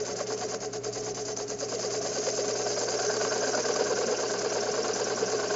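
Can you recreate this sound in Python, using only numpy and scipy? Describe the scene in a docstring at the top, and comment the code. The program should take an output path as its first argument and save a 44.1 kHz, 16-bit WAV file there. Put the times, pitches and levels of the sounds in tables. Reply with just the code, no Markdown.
"""In a small workshop, a wood rasp is held against an out-of-round wooden drum that spins in a drill press.
At first the teeth only graze: they bounce, land with a zing and sound in pulses once a turn.
Then the hands press harder and the teeth bite all the way round, with judders, knocks and cracking splinters.
Later the hands tip the blade over and its judder settles closer to one pitch.
Throughout, noisy tooth strikes ring the table, wood and steel blade, over the motor's hum tones and rumble."""
import sys
import numpy as np
from scipy import signal
from scipy.fft import rfft, irfft
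from scipy.io import wavfile
from scipy.ndimage import uniform_filter1d

SR = 44100
rng = np.random.default_rng(int(sys.argv[2]) if len(sys.argv) > 2 else 0)


def generate_wav(sig):
    """Save sig (samples, or channels by samples) to the path in sys.argv[1] as 16-bit PCM at SR."""
    pcm = np.round(np.clip(np.atleast_2d(sig).T, -1, 1) * 32767).astype(np.int16)
    wavfile.write(sys.argv[1], SR, pcm)


N = 244975   # length in samples
TURNS_PER_S = 9.16   # speed of the drum


# The work of the hands. Each row: time in seconds, push on the table in dB,
# tearing of fibres in dB, hiss of the teeth in dB.
HAND_WORK = [(0, -31, -43.5, -39), (.52, -35, -44, -39), (.66, -41, -48, -40.5), (1.05, -37, -46.5, -39),
             (1.52, -42.5, -48, -39), (1.78, -35.5, -43.5, -37), (2.3, -33, -42, -35.5),
             (2.8, -31, -41.5, -35.5), (3.3, -32, -38, -35.5), (3.8, -29.5, -37.5, -35),
             (4.35, -31.5, -39, -36.5), (4.9, -30.5, -38, -36), (5.55, -33, -38, -37)]


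def rasp():
    """Teeth catch and slip, shaking the table, tearing fibres, throwing chips and hissing."""
    push_db, tear_db, hiss_db = in_time(HAND_WORK)
    bite, rub, lift = contact()
    snag = drift(88)   # single rows of teeth dig in for a few milliseconds
    fibre_db = tear_db + 1.12 * bite
    teeth_db = hiss_db + 0.86 * rub
    chip_db = 0.5 * fibre_db + 0.44 * teeth_db - 9.5

    thrum = table(push_db, bite, shake_db=1.4 * lift + 1.6 * snag)
    thrum = thrum + drone(lift, push_db + bite, hz=418.9, level_db=-40.5)

    tear_hits = surface(hits_per_s=2800, spread_db=3.0, memory=0.35)
    tear = drum_wall(tear_hits * from_db(fibre_db + 0.89 * snag - 1.7))
    chip_hits = surface(hits_per_s=5000, spread_db=2.0, memory=0.26)
    chips = chip_sound(chip_hits * from_db(chip_db + 1.46 * snag + 0.46 * drift(120)))
    wood = sliding_echo(tear + chips, delay_s=.0031, share=0.43, swing=.1, wander=.12)

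    steel = sliding_echo(blade_hiss(teeth_db), delay_s=.00142, share=0.49, swing=0.054, wander=0.024)
    note_level = from_db(hiss_db + 1.6 * rub - 13.5)
    note = note_level * contact_note(bite, top_hz=6540, bend_hz=950, width_hz=82)

    ticks = snaps(fibre_db, wood_db=-9.5, chip_db=-16.5)
    patches = grain_patches(hiss_db + lift, tear_db + 0.5 * lift)
    return knocks(thrum + judder()) + wood + ticks + splinters() + steel + note + landing_zings() + patches


# The high places of the oval drum. Each row: angle in turns, half arc in turns,
# bite in dB when grazing, bite in dB when seated (both added to the low side's bite).
HIGH_SIDES = [(.77, 0.042, 4, 3.5), (.83, 0.11, 7.5, 5.5), (.94, 0.062, 7, 4.5), (1.038, 0.052, 1, 5.5),
              (.44, .12, 1.5, 7.5), (.44, .03, 0.5, 2.5), (.58, .035, 3.5, 2)]
LOW_SIDE_BITE_DB = -5.5
# Ridges of hard grain that rub on the teeth. Each row: angle in turns, half arc in turns,
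# rub in dB with the blade upright, rub in dB tilted (both added to the soft grain's rub).
RIDGES = [(0.52, 0.099, 5.5, 5), (0.738, 0.11, 4, 2.5), (1, 0.098, 5, -1.5), (.23, 0.056, -2.5, 3)]
SOFT_GRAIN_RUB_DB = -1.5


def contact():
    """Bite, rub and lift (dB) as the uneven drum passes under the rasp."""
    lean, lift = tilt(), bounces()
    seated = np.clip(seating() + .5, 0, 1)
    bite = LOW_SIDE_BITE_DB + .26 * lift
    for angle, arc, grazing_db, seated_db in HIGH_SIDES:
        bite = bite + bump(turns_from(angle), arc) * (grazing_db + seated * (seated_db - grazing_db))
    rub = SOFT_GRAIN_RUB_DB + lift
    for angle, arc, upright_db, tilted_db in RIDGES:
        rub = rub + bump(turns_from(angle), arc) * (upright_db + lean * (tilted_db - upright_db))
    return bite, rub, lift


# How the rasp sits on the drum. Each row: time in seconds,
# seating as a plain number (below 0 grazing, 0 just touching all round, 1 cutting all round).
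SEATING = [(0, -0.3), (1.57, -0.44), (1.75, -0.26), (2.4, .25), (2.9, 1)]


def seating():
    """The seating rises as the teeth come to touch more of the drum's round."""
    return in_time(SEATING)[0]


TILT_FROM_S, TILT_TO_S = 3.44, 4   # the hands tip the blade over to a new angle


def tilt():
    """Lean of the blade, 0 upright to 1 tipped over."""
    return np.clip((seconds() - TILT_FROM_S) / (TILT_TO_S - TILT_FROM_S), 0, 1)


# While lightly held, the rasp bounces off the drum's flat. Each row: time in seconds when it lands again,
# time in the air in seconds, loss of contact in dB at the most.
BOUNCES = [(0.049, 0.014, -6.5), (0.157, 0.023, -8), (.265, 0.031, -11), (.375, .03, -6.5),
           (0.485, 0.027, -5.5), (.603, 0.043, -13), (.727, 0.071, -13.5), (.833, 0.063, -16),
           (0.925, 0.039, -8.5), (1.031, 0.02, -6.5), (1.143, 0.03, -14), (1.25, 0.029, -7),
           (1.362, 0.0337, -12.5), (1.478, 0.044, -14), (1.586, 0.049, -13.5), (1.682, 0.031, -6),
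           (1.79, 0.032, -4), (1.9, 0.021, -5.5), (2.013, 0.024, -10)]
LEAVING_SHARE, TOUCHDOWN_S = 0.46, 0.0064   # it eases off over this share of the flight, lands abruptly


def bounces():
    """Loss of contact (dB) while the rasp is in the air."""
    t = seconds()
    lift = 0
    for lands, air_s, db in BOUNCES:
        leaving = np.clip((t - lands + air_s) / (LEAVING_SHARE * air_s), 0, 1)
        still_up = np.clip((lands - t) / TOUCHDOWN_S + .5, 0, 1)
        lift = lift + db * leaving * still_up
    return lift


# Ringing modes of press table and spindle. Each row: pitch in Hz, width in Hz, level in dB,
# dB gained per dB of push, dB gained per dB of bite.
TABLE_MODES = [(276, 45, -20, 1.5, 0.8), (366.2, 17, -12, 0.66, 0.5), (415.9, 14, -7.5, 1.5, 0.4),
               (476.7, 17, -8, 1.5, 0.5), (549.3, 12, -14.5, 2, 0), (612.5, 20, -10.5, 1.5, 0.7),
               (657.7, 24, -13, -0.1, 0), (737.3, 14, -12.5, 0.5, 1.87)]
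TABLE_WANDER_S = 0.00038   # the shifting hands bend the ring a little in phase and pitch (spread of the delay)
USUAL_PUSH_DB = -32


def table(push_db, bite, shake_db):
    """The cutting force rings the table; some modes wake only under a hard push or a deep bite."""
    hits = surface(hits_per_s=2500, spread_db=2.0, memory=0.68)
    force = hits * from_db(USUAL_PUSH_DB + shake_db)
    extra_db = push_db - USUAL_PUSH_DB
    rings = 0
    for k, (hz, width_hz, db, push_growth, bite_growth) in enumerate(TABLE_MODES):
        mode_force = force * from_db(db + push_growth * extra_db + bite_growth * bite)
        rings = rings + (-1) ** k * driven(mode_force, hz, width_hz)   # neighbours in opposite phase
    rings = np.interp(seconds() - TABLE_WANDER_S * drift(6.36), seconds(), rings)
    return signal.sosfilt(signal.butter(2, [210, 950], "band", fs=SR, output="sos"), rings)


def driven(force, hz, width_hz):
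    """A mode under friction: over a turn it swings as hard as it is driven."""
    ring = resonate(force, hz, width_hz)
    return ring * turn_rms(force) / turn_rms(ring)


# The drone swells and bends with each turn. Each row: angle in turns, swell in dB when grazing,
# swell in dB when seated, swell in dB when tilted, bend in Hz.
DRONE_SWELL = [(.06, 1.5, 9, 3, 12), (.2, 6, 0.5, -2, 5), (.36, -0.5, 2.5, -1, -12),
               (.55, -5.5, 0.5, 1, -10), (.72, -3, 1, 2, -8), (.9, 2, 1, 5, 14)]
# a harder push or a deeper bite stiffens the contact and sharpens the drone
DRONE_RISE_HZ_PER_DB, DRONE_RISE_FROM_DB = 2, -37


def drone(lift, force_db, hz, level_db):
    """Friction keeps the strongest table mode sounding as a tone that swells and bends every turn."""
    angles, *columns = np.transpose(DRONE_SWELL)
    turns = seconds() * TURNS_PER_S
    grazing_db, seated_db, tilted_db, bend_hz = [np.interp(turns, angles, c, period=1) for c in columns]
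    rise_hz = DRONE_RISE_HZ_PER_DB * np.maximum(force_db - DRONE_RISE_FROM_DB, 0)
    phase = 2 * np.pi * np.cumsum(hz + rise_hz + bend_hz + 8 * drift(22)) / SR
    swell_db = grazing_db + np.clip(seating(), 0, 1) * (seated_db - grazing_db)
    swell_db = swell_db + tilt() * (tilted_db - seated_db)
    late_lift = np.roll(lift, SR // 100)   # the ring lags the contact by 10 ms
    return np.sqrt(2) * from_db(level_db + swell_db + 0.3 * late_lift + 1.8 * drift(32)) * np.sin(phase)


# The blade judders over the high spot of the drum. Each row: time in seconds, level in dB.
JUDDER = [(0, -39), (.5, -41.5), (.7, -42), (1.4, -41), (1.8, -33), (2.8, -35.5), (3.4, -35.5),
          (3.9, -28.5), (4.35, -31.5), (4.75, -32), (5.55, -36.5)]
# Its pitch falls as the spot slides off. Each row: angle from the high spot in turns,
# pitch in Hz while the blade is upright.
JUDDER_PITCH = [(-.22, 726), (-.15, 660), (-.09, 580), (-.04, 486), (.01, 435), (.12, 406.6)]
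TILTED_JUDDER_HZ, TILTED_JUDDER_SHARE = 458.4, 0.92   # a tipped blade judders closer to one pitch
# The opposite side of the oval judders too. Each row: time in seconds, level in dB.
BACK_JUDDER = [(0, -49), (1.5, -52), (1.8, -34), (2.5, -32.5), (3.4, -28.5), (3.9, -36), (4.6, -32.5),
               (5.55, -38)]
BACK_ANGLE, BACK_HALF_ARC = .44, 0.072   # in turns
BACK_HZ, BACK_SAG_HZ_PER_TURN = 646, 351   # pitch at that angle, and how fast it falls


def judder():
    """Twice a turn the blade sticks and slips on a high spot: short, rough, falling notes."""
    (level_db,), (back_db,) = in_time(JUDDER), in_time(BACK_JUDDER)
    away, past = turns_from(0), turns_from(BACK_ANGLE)
    hz = np.interp(away, *np.transpose(JUDDER_PITCH))
    hz = hz + TILTED_JUDDER_SHARE * tilt() * (TILTED_JUDDER_HZ - hz)
    front = bump(away + 0.067, half=0.11) * rough_note(hz, level_db)
    back_hz = BACK_HZ - BACK_SAG_HZ_PER_TURN * past
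    return front + bump(past, BACK_HALF_ARC) * rough_note(back_hz, back_db)


def rough_note(hz, level_db):
    """Stick and slip make a tone uneven in pitch and strength."""
    phase = 2 * np.pi * np.cumsum(hz * (1 + .031 * drift(40))) / SR
    return np.sqrt(2) * from_db(level_db + 1.2 * drift(90)) * np.sin(phase)


# The teeth dig in and the work knocks. Each row: time in seconds, half length in seconds,
# pitch in Hz, level in dB.
HARD_DIGS = [(.212, 0.0058, 570, -28.5), (.427, 0.011, 740, -33), (.543, 0.0052, 580, -32.5),
             (1.63, 0.0053, 562, -27), (1.749, 0.0096, 479.6, -27.5), (1.85, .01, 509, -30.5),
             (2.175, 0.0065, 526, -31), (2.283, 0.0069, 509, -26.5), (2.393, 0.0068, 523, -26.5),
             (2.667, 0.0053, 675.7, -27.5), (2.777, .0035, 635.2, -25.5), (2.839, .006, 457.1, -24),
             (2.892, 0.0064, 500, -28.5), (2.994, 0.0057, 683.6, -28), (3.218, 0.0046, 548, -28),
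             (3.437, .005, 550.3, -27.5), (3.481, .005, 536, -30.5), (3.556, 0.0053, 607, -27),
             (3.605, .005, 465, -28), (3.7, .005, 476.5, -25.5), (3.794, .0028, 485, -23.5),
             (3.8215, 0.0013, 501, -21.5), (3.914, 0.01, 499.4, -24), (3.993, 0.0063, 492, -25.5),
             (4.028, .007, 499, -26), (4.087, 0.0053, 490, -22), (4.694, 0.0057, 450.6, -21),
             (4.792, 0.0064, 458, -24.5), (4.908, 0.0074, 467, -29), (5.02, .007, 465, -28),
             (5.231, .0044, 463, -22), (5.349, 0.0037, 455, -26)]
DIG_CHOKE = 0.51   # share of the thrum that a dig holds still


def knocks(thrum):
    """A dig chokes the ring of table and judder and shakes the work at its own pitch for a few cycles."""
    t, out = seconds(), thrum.copy()
    for s, half, hz, db in HARD_DIGS:
        near = abs(t - s) < 4 * half
        shake = np.sqrt(2) * from_db(db) * np.sin(2 * np.pi * hz * (t[near] - s))
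        out[near] += bump(t[near] - s, half) * (shake - DIG_CHOKE * thrum[near])
    return out


# Sound of the drum wall as the fibres tear. Each row: frequency in Hz, relative level in dB per Hz.
TEAR = [(250, -13.5), (500, -2.5), (640, 3), (690, -3), (738, 3.5), (790, -3), (850, 0.5), (920, -6),
        (1080, 0.5), (1270, -5.5), (1420, -2.5), (1550, -3.5), (1660, -5), (1800, -18), (1950, -25.5),
        (2600, -35.5)]


def drum_wall(x):
    """The wooden drum wall colours whatever tears or cracks in it."""
    return colour(x, TEAR)


# Sound of splintering chips. Each row: frequency in Hz, relative level in dB per Hz.
CHIPS = [(900, -5), (1650, -0.5), (1850, 0), (2150, 1), (2900, 0), (3200, 0), (3750, -1.5), (4500, -0.5),
         (6000, -26.5), (8000, -26)]


def chip_sound(x):
    """Small chips sound higher and brighter than the wall."""
    return colour(x, CHIPS)


def snaps(fibre_db, wood_db, chip_db):
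    """Single fibres snap: dry ticks that sound through drum wall and chips at once."""
    ticks = surface(hits_per_s=260, spread_db=3.5, memory=0.19) * from_db(fibre_db)
    return from_db(wood_db) * drum_wall(ticks) + from_db(chip_db) * chip_sound(ticks)


# Whole splinters crack off. Each row: time in seconds, level in dB.
SPLINTERS = [(.065, -38), (.204, -32), (.415, -33), (0.544, -34), (.852, -39), (1.402, -33.5), (1.727, -33),
             (2.27, -35), (2.667, -32), (3.102, -34), (3.25, -29), (3.321, -33), (3.541, -36),
             (3.653, -27.5), (3.762, -29), (4.46, -28.5), (4.999, -33.5)]
SPLINTER_HALF_S, SPLINTER_CHIP_DB = .0024, -9   # half length, and level of the chip sound


def splinters():
    """A splinter breaks in a tight cluster of snaps."""
    breaking = sum(from_db(db) * bump(seconds() - s, SPLINTER_HALF_S) for s, db in SPLINTERS)
    cracks = breaking * surface(hits_per_s=3000, spread_db=3.0, memory=.1)
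    wall = signal.sosfilt(signal.butter(2, 850, "high", fs=SR, output="sos"), drum_wall(cracks))
    return wall + from_db(SPLINTER_CHIP_DB) * chip_sound(cracks)


# Sound of the steel blade under its teeth. Each row: frequency in Hz, relative level in dB per Hz.
BLADE = [(3400, -50), (3900, -14.5), (4300, -6.5), (4580, -4.5), (4800, 1.5), (5060, 1), (5250, 0.5),
         (5520, -0.5), (6050, -1.5), (6370, 3.5), (6850, -0.5), (7250, 2.5), (7500, -12), (7900, -44)]


def blade_hiss(teeth_db):
    """Dense tooth strikes make the steel blade hiss."""
    hits = surface(hits_per_s=8000, spread_db=4.5, memory=0.21)
    return colour(hits * from_db(teeth_db + 1.3 * drift(89) - 3.0), BLADE)


def contact_note(bite, top_hz, bend_hz, width_hz):
    """A deeper bite stiffens the contact, so this resonance of the blade rises and falls with each stroke."""
    firmness = np.tanh(uniform_filter1d(bite, size=600) / 5 + 0.51)   # -1 barely touching, 1 seated
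    hz = top_hz - bend_hz * (1 - firmness) / 2 + 70 * drift(17)
    r = np.exp(-np.pi * width_hz / SR)
    noise = rng.standard_normal(N) + 1j * rng.standard_normal(N)
    waver = signal.lfilter([1], [1, -2 * r, r * r], noise)
    return rms_one((waver * np.exp(2j * np.pi * np.cumsum(hz) / SR)).real)


def sliding_echo(x, delay_s, share, swing, wander):
    """A wave comes back along the blade; the contact point moves, so the colour sweeps."""
    t = seconds()
    delay = delay_s * (1 + swing * np.cos(2 * np.pi * TURNS_PER_S * t) + wander * drift(14))
    return (x + share * np.interp(t - delay, t, x)) / np.hypot(1, share)


# The hardest landings zing. Each row: time in seconds, level in dB.
LANDINGS = [(0.066, -29), (0.377, -35), (0.413, -28.5), (.734, -32.5), (.846, -35.5), (1.373, -30.5),
            (1.502, -30), (1.61, -32.5), (2.017, -38)]
LANDING_HALF_S, LANDING_CLACK_DB = 0.0023, -8.5   # the wood clacks with each, this far under the zing


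def landing_zings():
    """A short burst of noise as the blade lands rings one resonance of the steel and clacks the wood."""
    landing = sum(from_db(db) * bump(seconds() - s, LANDING_HALF_S) for s, db in LANDINGS)
    landing = landing * rng.standard_normal(N)
    return resonate(landing, hz=6070, width_hz=230) + from_db(LANDING_CLACK_DB) * drum_wall(landing)


# Patches of grain that set the blade singing at every turn. Each row: angle in turns, half arc in turns,
# pitch in Hz, width in Hz, dB over the hiss, dB gained when seated, dB gained when tilted.
BLADE_SPOTS = [(0.73, 0.16, 6350, 190, -3, 0, -3), (.23, 0.079, 5550, 220, -7.5, 6.5, -0.5),
               (.23, 0.077, 5920, 110, -8.5, 0.5, 7), (0.2, 0.13, 6400, 120, -2, 1, -8.5),
               (0.47, 0.094, 4870, 180, -10, 9, -7.5), (0.95, 0.19, 4860, 410, -7, 1, 1.5),
               (0.031, 0.09, 2800, 320, -19, -4.5, 14)]
# Patches that set the wood ringing at every turn. 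Each row: angle in turns, half arc in turns,
# pitch in Hz, width in Hz, dB over the tearing, dB gained when seated, dB gained when tilted.
WOOD_SPOTS = [(0.755, .055, 1550, 110, -2.5, 4, -1.5), (.775, 0.054, 1100, 140, -2, 1, -4),
              (.97, 0.15, 1560, 70, -12, 3, 2), (0.42, 0.19, 1520, 100, -13.5, 15.5, -5.5),
              (0.8, 0.12, 950, 170, -8, 4.5, 3), (0.41, .14, 1050, 180, -17, 13.5, -2),
              (0.97, 0.28, 1990, 130, -11.5, -10.5, -2.5), (.88, 0.11, 470, 52, -11.5, 2.5, 9.5),
              (.68, .17, 255, 30, -5, 1.5, -5.5), (.2, .22, 226, 35, -10, 0.5, 2),
              (.73, .04, 738, 40, 2.5, -1, -3), (.42, 0.076, 465, 43, -11, 4.5, 6)]


def grain_patches(steel_db, wood_db):
    """Single resonances of steel and wood ring out where certain patches of grain pass."""
    return spot_rings(BLADE_SPOTS, steel_db) + spot_rings(WOOD_SPOTS, wood_db)


# no two passes over a patch are quite alike in pitch (share of its Hz) and strength
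SPOT_WANDER, SPOT_VARY_DB = .012, 1


def spot_rings(spots, level_db):
    """Each patch of grain excites its own resonance as it passes under the teeth."""
    out, lean, seated = 0, tilt(), np.clip(seating(), 0, 1)
    for angle, arc, hz, width_hz, db, seated_db, tilted_db in spots:
        spot_db = level_db + db + seated * seated_db + lean * tilted_db + SPOT_VARY_DB * drift(11.0)
        gain = from_db(spot_db) * bump(turns_from(angle), arc)
        # two slow noises, carried up to the patch's pitch, make a narrow band that can wander
        r = np.exp(-np.pi * width_hz / SR)
        ring = signal.lfilter([np.sqrt(1 - r * r)], [1, -r], gain * rng.standard_normal((2, N)))
        ring = signal.sosfilt(signal.butter(2, 2 * width_hz, fs=SR, output="sos"), ring)
        phase = 2 * np.pi * np.cumsum(hz * (1 + SPOT_WANDER * drift(8))) / SR
        out = out + ring[0] * np.cos(phase) + ring[1] * np.sin(phase)
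    return out


def surface(hits_per_s, spread_db, memory):
    """Tooth strikes of uneven size; part of the pattern comes back on the next turn."""
    shape = (int(N / SR * TURNS_PER_S) + 1, round(SR / TURNS_PER_S))   # one row per turn
    hits = (rng.random(shape) < hits_per_s / SR) * rng.choice([-1, 1], shape)
    hits = hits * from_db(spread_db * np.minimum(rng.exponential(1, shape), 4))
    return rms_one(signal.lfilter([1], [1, -memory], hits, axis=0).ravel()[:N])


# Belt, mains and spindle tones. Each row: pitch in Hz, usual level in dB rms.
HUM = [(46.2, -68.5), (120, -51.5), (147.3, -68), (238.5, -62.5), (276.5, -57.5)]
# Motor and belt rumble. Each row: frequency in Hz, relative level in dB per Hz.
RUMBLE = [(20, -20.5), (50, -15), (80, -17.5), (130, -12), (165, -10), (186, 3.5), (212, -5.5), (240, -3),
          (265, -4), (286, 3.5), (314, -12), (420, 2), (800, -18), (4000, -35.5)]


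def motor(rumble_db, waver_db):
    """Tones of steady pitch and wavering level, over a rumble that partly repeats with the spindle."""
    tones = 0
    for hz, db in HUM:
        level = np.sqrt(2) * from_db(db + waver_db * drift(1.4))
        tones = tones + level * np.sin(2 * np.pi * (hz * seconds() + rng.random()))
    rumble = colour(surface(hits_per_s=13000, spread_db=4.5, memory=0.4), RUMBLE)
    return tones + from_db(rumble_db) * rumble


def workshop(x, t60, wet_db, wall_hz):
    """A short, diffuse echo from the walls close by, duller than the direct sound."""
    t = np.arange(SR // 2) / SR
    tail = rng.standard_normal(len(t)) * from_db(-60 * t / t60) * (t > .004)
    tail = signal.lfilter(*signal.butter(1, wall_hz, fs=SR), tail / np.linalg.norm(tail))
    return x + from_db(wet_db) * signal.fftconvolve(x, tail)[:N]


def dip(x, hz, width_hz, depth):
    """A mild dip in the sound around one pitch: a partial notch."""
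    notched = signal.lfilter(*signal.iirnotch(hz, hz / width_hz, fs=SR), x)
    return x + depth * (notched - x)


def from_db(db):
    """Decibels to a plain factor."""
    return 10 ** (np.asarray(db) / 20)


def rms_one(x):
    """Scale to an rms of 1."""
    return x / np.sqrt(np.mean(x ** 2) + 1e-20)


def turn_rms(x):
    """Strength over about one turn (4800 samples)."""
    return np.sqrt(np.abs(uniform_filter1d(x * x, size=4800)) + 1e-18)


def seconds():
    """The time of every sample."""
    return np.arange(N) / SR


def turns_from(angle):
    """How far the drum has turned past this angle, from -.5 to .5."""
    return (seconds() * TURNS_PER_S - angle + .5) % 1 - .5


def in_time(rows):
    """Each column of a curve, at every sample."""
    s, *columns = np.transpose(rows)
    return [np.interp(seconds(), s, c) for c in columns]


def bump(distance, half):
    """A bell of height 1."""
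    return np.exp(-(distance / half) ** 2)


def drift(rate_hz):
    """Slow chance with spread 1, drawn at every 20th sample and joined by straight lines."""
    r = np.exp(-2 * np.pi * rate_hz * 20 / SR)
    noise = rng.standard_normal(N // 20 + 4002)
    slow = signal.lfilter([1], [1, -2 * r, r * r], noise)[4000:]   # skip the filter's start
    return np.interp(np.arange(N) / 20, np.arange(len(slow)), rms_one(slow))


def resonate(x, hz, width_hz):
    """A resonance that keeps the power of white noise."""
    r = np.exp(-np.pi * width_hz / SR)
    zeros = np.sqrt((1 - r * r) / 2) * np.array([1, 0, -1])
    return signal.lfilter(zeros, [1, -2 * r * np.cos(2 * np.pi * hz / SR), r * r], x)


def colour(x, spectrum, size=8192):
    """A causal (minimum-phase) body with this spectrum; keeps the power of white noise."""
    hz, db = np.transpose(spectrum)
    grid = np.maximum(np.fft.rfftfreq(size, 1 / SR), 1)
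    octaves_beyond = np.maximum(np.log2(grid / hz[-1]), 0) + np.maximum(np.log2(hz[0] / grid), 0)
    grid_db = np.interp(np.log(grid), np.log(hz), db) - 10 * octaves_beyond
    # folding the cepstrum forward in time puts the energy of the response at its start
    cepstrum = irfft(np.log(from_db(grid_db)))
    cepstrum[1:size // 2] *= 2
    cepstrum[size // 2 + 1:] = 0
    response = irfft(np.exp(rfft(cepstrum)))
    return signal.fftconvolve(x, response / np.linalg.norm(response))[:N]


def scene():
    """Rasp and motor, heard from close by; only the rasp gets the echo of the walls."""
    scrape = workshop(rasp(), t60=0.2, wet_db=-14.5, wall_hz=4560)
    hum = motor(rumble_db=-44.0, waver_db=1.0)
    return dip(scrape + hum, hz=3375, width_hz=600, depth=0.36)[None]


def record(dry):
    """The treble above 7600 Hz is cut steeply."""
    return signal.sosfilt(signal.ellip(12, .2, 75, 7600, fs=SR, output="sos"), dry)


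dry = scene()
out = record(dry)
generate_wav(out)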